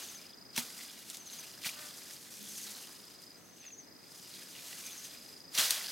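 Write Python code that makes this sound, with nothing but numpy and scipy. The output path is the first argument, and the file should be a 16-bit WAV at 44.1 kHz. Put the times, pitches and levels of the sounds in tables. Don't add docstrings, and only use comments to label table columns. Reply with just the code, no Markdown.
import sys
import numpy as np
from scipy import signal
from scipy.fft import rfft, irfft, next_fast_len
from scipy.io import wavfile
from scipy.ndimage import uniform_filter1d

SR = 44100
rng = np.random.default_rng(int(sys.argv[2]) if len(sys.argv) > 2 else 0)


def wav_out(sig):
    wavfile.write(sys.argv[1], SR, np.round(np.clip(np.atleast_2d(sig).T, -1, 1) * 32767).astype(np.int16))


N = 260631
T = np.arange(N) / SR


def undb(db):
    return 10 ** (np.asarray(db) / 20)


def colour(x, points):
    size = next_fast_len(N + SR // 10)
    hz, db = np.transpose(points)
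    axis = np.maximum(np.arange(size // 2 + 1) * SR / size, 1)
    gain = undb(np.interp(np.log(axis), np.log(hz), db))
    return irfft(rfft(x, size) * gain, size)[..., :N]


def unit(x):
    return x / np.sqrt(np.mean(x ** 2))


def wander(per_second):
    return unit(uniform_filter1d(rng.standard_normal(N), SR // per_second))


def add(out, start_s, sound):
    i = int(start_s * SR)
    out[i:i + len(sound)] += sound[:len(out) - i]


def ring(modes, t):
    return sum(undb(db) * np.sin(2 * np.pi * hz * t) * 1000 ** (-t / t60) for hz, db, t60 in modes)


def echo(x, t60, db):
    t = T[:int(t60 * SR)]
    tail = unit(rng.standard_normal(len(t)) * 1000 ** (-t / t60)) / np.sqrt(len(t))
    return undb(db) * signal.fftconvolve(x, tail)[:N]


# f/Hz, level/dB
WIND_SPECTRUM = [(18, -72), (30, -58), (55, -14.5), (179, -1), (221, -1), (252, 0.5), (1100, -14),
                 (1460, -15.5), (1960, -11.5), (3060, -25), (6210, -16), (6720, -22), (8080, -23.5),
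                 (16000, -23)]
def wind():
    return unit(colour(rng.standard_normal((2, N)), WIND_SPECTRUM)) * undb(-60 + .6 * wander(8))


# t/s, wingbeat f/Hz, level/dB
FLY_PATH = [(1.73, 297, -70), (1.77, 297, -62), (1.8, 304, -60), (1.86, 298, -62), (1.94, 297, -70)]
BEE_PATH = [(2.3, 213, -73), (2.38, 205, -66), (2.42, 215, -52.5), (2.48, 205.6, -65), (2.6, 226.3, -63),
            (2.7, 210.5, -64), (2.78, 212, -75)]
# multiple of the wingbeat, level/dB
FLY_TONES = [(2, -3), (3, -12), (4, -1), (5, 0), (6, -2), (7, -12)]
def insect(path, tones, lead):
    s, hz, db = np.transpose(path)
    phase = 2 * np.pi * np.cumsum(np.interp(T, s, hz)) / SR
    fade = np.clip(np.minimum(T - s[0], s[-1] - T) / .033, 0, 1)
    buzz = sum(undb(level) * np.sin(k * phase + np.array([[lead], [0]])) for k, level in tones)
    return np.sqrt(2) * buzz * fade * undb(np.interp(T, s, db))


# t/s, length/s, level/dB
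PEEPS = [(3.375, .026, -63), (3.575, .02, -66), (3.625, .022, -64), (3.838, .02, -67)]
def peeps(hz=8050):
    out = np.zeros(N)
    for s, length, db in PEEPS:
        t = T[:int(length * SR)]
        swell = np.sqrt(np.sin(np.pi * t / length))
        add(out, s, undb(db) * swell * np.sin(2 * np.pi * hz * t))
    return out


# start t/s, end t/s, chirp rate/Hz, level/dB
CHIRP_BOUTS = [(.143, .9, 25.2, -50.5), (1.345, 2.11, 25, -52), (2.761, 3.365, 25.35, -51.5),
               (3.842, 4.51, 25.6, -54), (5.028, 5.8, 26.1, -50.5)]
def cricket(wing_hz=4975, low_wing_hz=4700, stroke_s=.0085, spacing_s=.0112):
    out = np.zeros(N)
    progress = T[:int(stroke_s * SR)] / stroke_s
    swell = np.sin(np.pi * progress ** 1.5)
    low_swell = undb(-10) * np.sin(np.pi * progress)
    low_phase = 2 * np.pi * low_wing_hz * stroke_s * progress
    for start, end, rate, db in CHIRP_BOUTS:
        for k, s in enumerate(np.arange(start, end, 1 / rate)):
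            detune, accent, offset = rng.standard_normal((3, 2))
            soft_start_db = -2.8 * np.exp(-k / 3)
            for stroke in range(2):
                hz = wing_hz * (1 + .006 * detune[stroke] - .04 * (progress - .6))
                main = swell * np.sin(2 * np.pi * np.cumsum(hz) / SR + 2 * offset[stroke])
                low = low_swell * np.sin(low_phase + 2 * offset[1 - stroke])
                gain = undb(db + .71 * accent[stroke] + 1.2 * stroke + soft_start_db)
                add(out, s + (stroke - 1) * spacing_s, gain * (main + low))
    out *= 1 + .2 * wander(900)
    return out + echo(out, t60=.13, db=-4)


# first long note t/s, number of short notes, of long notes, middle note level/dB
PHRASES = [(.0105, 0, 3, -50), (1.247, 5, 3, -48), (2.546, 4, 2, -46), (3.649, 6, 3, -51),
           (4.902, 4, 3, -45)]
def song(short_step_s=.0372, middle_step_s=.052, long_step_s=.0605):
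    notes = []
    for s, shorts, longs, db in PHRASES:
        middle_s = s - middle_step_s
        for k in range(1, shorts + 1):
            notes.append((middle_s - k * short_step_s, "short", -57 - 7 * 2 ** (k - shorts)))
        notes.append((middle_s, "middle", db))
        notes += [(s + k * long_step_s, "long", -45) for k in range(longs)]
    return [note for note in notes if note[0] >= 0]


NOTE_SHAPES = {"short": (.026, 6450, 6050), "middle": (.04, 6570, 5900), "long": (.047, 7150, 5860)}
def bird(throat_hz=6300, throat_width_hz=330):
    out = np.zeros(N)
    for s, kind, db in song():
        length, top_hz, bottom_hz = NOTE_SHAPES[kind]
        progress = T[:int(length * SR)] / length
        hz = bottom_hz + (top_hz - bottom_hz) * (1 - progress) ** 1.5
        throat = 1 / (1 + ((hz - throat_hz) / throat_width_hz) ** 2)
        fade = np.clip(np.minimum(progress, 1 - progress) * length / .003, 0, 1)
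        add(out, s, undb(db) * throat * fade * np.sin(2 * np.pi * np.cumsum(hz) / SR))
    bounce = undb(-17) * np.roll(out, int(.033 * SR))
    return out + bounce + echo(out, t60=.22, db=-9)


# t/s, peak level/dB
SLIPS = [(3.628, -50), (3.64, -45), (3.651, -44), (3.664, -49), (3.68, -49), (3.703, -50)]
# f/Hz, level/dB, fade t60/s
CREAK_TONES = [(2680, 0, .011), (3400, -3, .008), (4600, -7, .006)]
def creaks():
    out, t = np.zeros(N), T[:SR // 20]
    for s, db in SLIPS:
        scrape = rng.standard_normal(len(t)) * np.exp(-t / .006)
        rasp = np.convolve(scrape, ring(CREAK_TONES, t))
        add(out, s, undb(db) * rasp / np.abs(rasp).max())
    return out


# t/s, level/dB, push length/s
BLOWS = [(0.579, -33.5, 0.00026), (1.659, -38.5, 0.0047), (5.584, -43, 0.0013)]
# f/Hz, level/dB, fade t60/s
THUD_TONES = [(240, 0, .12), (165, -13, .1), (330, -6, .07), (918, -3, .06)]
def thuds():
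    out = np.zeros(N)
    for s, db, push_s in BLOWS:
        push = np.hanning(int(max(push_s, .0003) * SR) + 2)
        add(out, s, undb(db) * np.convolve(ring(THUD_TONES, T[:SR // 4]), push / push.sum()))
    bass_cut = signal.butter(3, 140, "highpass", fs=SR, output="sos")
    return signal.sosfilt(bass_cut, out)


# t/s, level/dB, ring f/Hz, fade scale/s
SNAPS = [(0.557, -32, 4000, 0.03), (0.5624, -20.5, 4700, 0.06), (.5745, -27, 5000, .03),
         (.584, -23, 4500, 0.011), (0.591, -29, 4000, 0.022), (0.5778, -14, 2900, 0.012),
         (0.778, -33, 4300, .022), (1.1, -27, 6800, .025), (1.1468, -29, 5000, .03),
         (1.17, -29.5, 6190, 0.018), (1.6194, -34, 2570, 0.015), (1.631, -34, 3700, .015),
         (1.637, -32, 3000, .018), (1.674, -30, 4000, 0.0069), (1.66, -20.5, 2800, 0.014),
         (1.669, -24, 3400, 0.018), (2.021, -40, 3960, .02), (2.109, -33.5, 4000, .02),
         (2.34, -34, 6400, .015), (2.4285, -31, 11000, .008), (2.85, -37, 5000, .01),
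         (3.052, -40, 9000, 0.024), (3.219, -40, 8000, .02), (4.724, -34, 11000, .02),
         (4.758, -34, 9000, .01), (4.808, -30, 6800, .01), (4.866, -29, 9000, .02), (5.141, -39, 9100, .02),
         (5.524, -42, 6000, .03), (5.547, -29, 6000, .03), (5.579, -30, 5000, 0.03),
         (5.602, -20, 1950, 0.032), (5.7065, -11, 5000, .045), (5.7072, -11, 10000, .04),
         (5.543, -34, 4200, .02), (5.647, -24, 11000, .02), (5.724, -24, 5400, 0.016)]
def snaps():
    out, t = np.zeros(N), T[:SR // 10]
    for s, db, hz, fade_s in SNAPS:
        crack = 1000 ** (-t / (.3 * fade_s))
        tail = .32 * 1000 ** (-t / (2 * fade_s))
        burst = rng.standard_normal(len(t)) * (crack + tail)
        ringing = signal.lfilter(*signal.iirpeak(hz, 1.5, SR), burst)
        snap = .16 * np.diff(burst, prepend=0) + ringing
        add(out, s, undb(db) * snap / np.abs(snap).max())
    return colour(out, [(100, -39), (900, -2)])


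# t/s, blade level/dB, stems above blades/dB, branches above blades/dB
WADING = [(0, -47.5, -2.5, -9.5), (.256, -60.5, 1.5, -5), (.36, -74.5, 5, 7), (.5, -76, 2, 6),
          (.7, -53, -2.5, -8), (.886, -51.5, -3, -10), (.958, -55.5, 0, -11), (1.26, -58.5, -4, -5.5),
          (1.6, -74.5, 2, 11.5), (1.83, -51, -3, -9.5), (2.17, -56, -3.5, -10), (2.33, -54.5, -3, -15),
          (2.6, -47, -6.5, -19.5), (2.76, -50.5, -3.5, -9), (3.19, -64, 0.5, -5.5), (3.5, -69, 0.5, 1),
          (3.72, -85.5, 19, -5), (3.92, -79, 6, 5), (4.13, -57, -4.5, -10), (4.4, -55, -0.5, -12.5),
          (4.8, -49.5, -2.5, -12.5), (5.1, -56, 0.5, -10), (5.4, -61.5, -3, -9), (5.5, -72, 3, 1),
          (5.91, -47.5, 0.5, -13)]
# peak t/s, blade level/dB, rise time/s, fade t60/s,
# stems above blades/dB, branches above blades/dB
SWEEPS = [(0.581, -38.5, 0.057, 0.32, -0.5, -7), (1.095, -52, 0.085, 0.39, -2, -19),
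          (1.145, -48.5, .03, 0.18, -2, -14), (1.33, -50.5, 0.21, 2.5, -2, -22),
          (1.658, -38, 0.058, 0.3, -2, -11.5), (1.79, -63, 0.2, 0.24, 13, 5),
          (2.13, -50, 0.064, 0.35, -8, -19), (2.35, -54, .03, 0.29, -16, -24),
          (2.49, -47, 0.12, 0.09, -15, -22), (2.67, -50, 0.07, 0.15, -1, -9),
          (3.216, -58, .03, 0.45, -7, -20), (3.568, -60.5, 0.085, 0.31, -8, -22),
          (3.65, -71.5, 0.12, 0.25, 12, -11), (.81, -57.5, 0.062, 0.21, 7.5, -14),
          (2.02, -54.5, .04, 0.53, -0.5, -16), (4.106, -59, .02, .2, -12, -18),
          (4.58, -59.5, 0.069, 0.22, 9.5, -18), (4.876, -50, 0.062, 0.23, -15, -18),
          (5.056, -51, 0.2, 0.1, 0, -20), (5.552, -37.5, 0.028, .06, 0.5, -16),
          (5.588, -29.5, 0.06, 0.54, 1, -8.5), (5.73, -41, 0.17, 0.93, 1.5, -7)]
def motion(rise_db=30):
    s, db, *above = np.transpose(WADING)
    power = undb(2 * np.array([np.interp(T, s, db + extra) for extra in (0, *above)]))
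    for s, db, rise_s, t60, *above in SWEEPS:
        shape_db = -np.maximum(rise_db * (s - T) / rise_s, 60 * (T - s) / t60)
        peak_db = db + np.array([[0, *above]]).T
        power += undb(2 * (peak_db + shape_db))
    return 10 * np.log10(power)


def crackle(per_second, spread_db, fade_s):
    happens = rng.random(N) < per_second / SR
    breaks = happens * undb(2 * spread_db * np.minimum(rng.exponential(size=N), 4))
    keep = np.exp(-1 / (fade_s * SR))
    power, _ = signal.lfilter([1], [1, -keep], breaks, zi=[breaks.mean() / (1 - keep)])
    return unit(np.sqrt(power + 1e-9))


def leaves(spectrum, db):
    out = 0
    for hz in np.geomspace(1400, 10000, 12):
        flurries = undb(5 * wander(12))
        happens = rng.random(N) < 200 / SR
        ticks = happens * rng.standard_normal(N) * flurries / np.sqrt(hz)
        out += signal.lfilter(*signal.iirpeak(hz, 12, SR), ticks)
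    return unit(colour(out, spectrum)) * undb(db)


# f/Hz, level/dB
BLADE_SPECTRUM = [(2500, -27), (4500, -4), (6000, 1), (7500, -1.5), (10500, -3), (13500, -5.5),
                  (15000, -15), (16000, -23.5)]
STEM_SPECTRUM = [(800, -46), (1500, -6), (2200, -3), (3200, 0.5), (4500, 1.5), (5500, -3), (8000, -9)]
BRANCH_SPECTRUM = [(300, -18), (600, -1.5), (900, -3), (1300, 0.5), (2200, -14)]
def brush():
    levels = motion()
    shared_breaks = crackle(per_second=900, spread_db=1.5, fade_s=.007)
    out = 0
    for spectrum, db in zip((BLADE_SPECTRUM, STEM_SPECTRUM, BRANCH_SPECTRUM), levels):
        own_breaks = crackle(per_second=900, spread_db=1.8, fade_s=.006)
        rustle = shared_breaks * own_breaks * rng.standard_normal((2, N))
        out += unit(colour(rustle, spectrum)) * undb(db)
    leaf_db = levels[1] - 4
    return out + [leaves(STEM_SPECTRUM, leaf_db) for _ in range(2)]


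def stereo(middle, other, width):
    return middle + colour(other, width) * np.array([[1], [-1]])


# f/Hz, side level above the middle/dB
WIND_WIDTH = [(60, -14), (110, -1.5), (200, -5), (380, -4), (700, -4.5), (1290, 0.5), (2380, -7.5),
              (4400, 6.5), (8120, -5.5), (15000, -102)]
BRUSH_WIDTH = [(200, -3), (700, -7), (1300, -10), (2400, -14), (4400, -13.5), (8100, -29), (15000, -30)]
def scene():
    near, far = brush(), wind()
    hits = snaps() + thuds() + creaks()
    near += [hits + echo(hits, t60=.12, db=-13), echo(hits, t60=.04, db=0)]
    calls = undb([[.8], [-.8]]) * (bird() + cricket() + peeps())
    fly = insect(FLY_PATH, FLY_TONES, lead=-1.26)
    bee = insect(BEE_PATH, [(.97, 0)], lead=-1.3)
    return stereo(*far, WIND_WIDTH) + fly + bee + calls + stereo(*near, BRUSH_WIDTH)


# f/Hz, left minus right level/dB
MIC_BALANCE = [(30, -6), (60, -4), (125, -1), (250, 0), (500, 2), (1000, 0)]
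def record(dry):
    hz, db = np.transpose(MIC_BALANCE)
    mics = [colour(x, np.c_[hz, sign * db / 2]) for x, sign in zip(dry, (1, -1))]
    rumble_cut = signal.butter(2, 45, "highpass", fs=SR, output="sos")
    treble_cut = signal.ellip(10, .2, 60, 15900, fs=SR, output="sos")
    return signal.sosfilt(treble_cut, signal.sosfilt(rumble_cut, mics))


dry = scene()
out = record(dry)
wav_out(out)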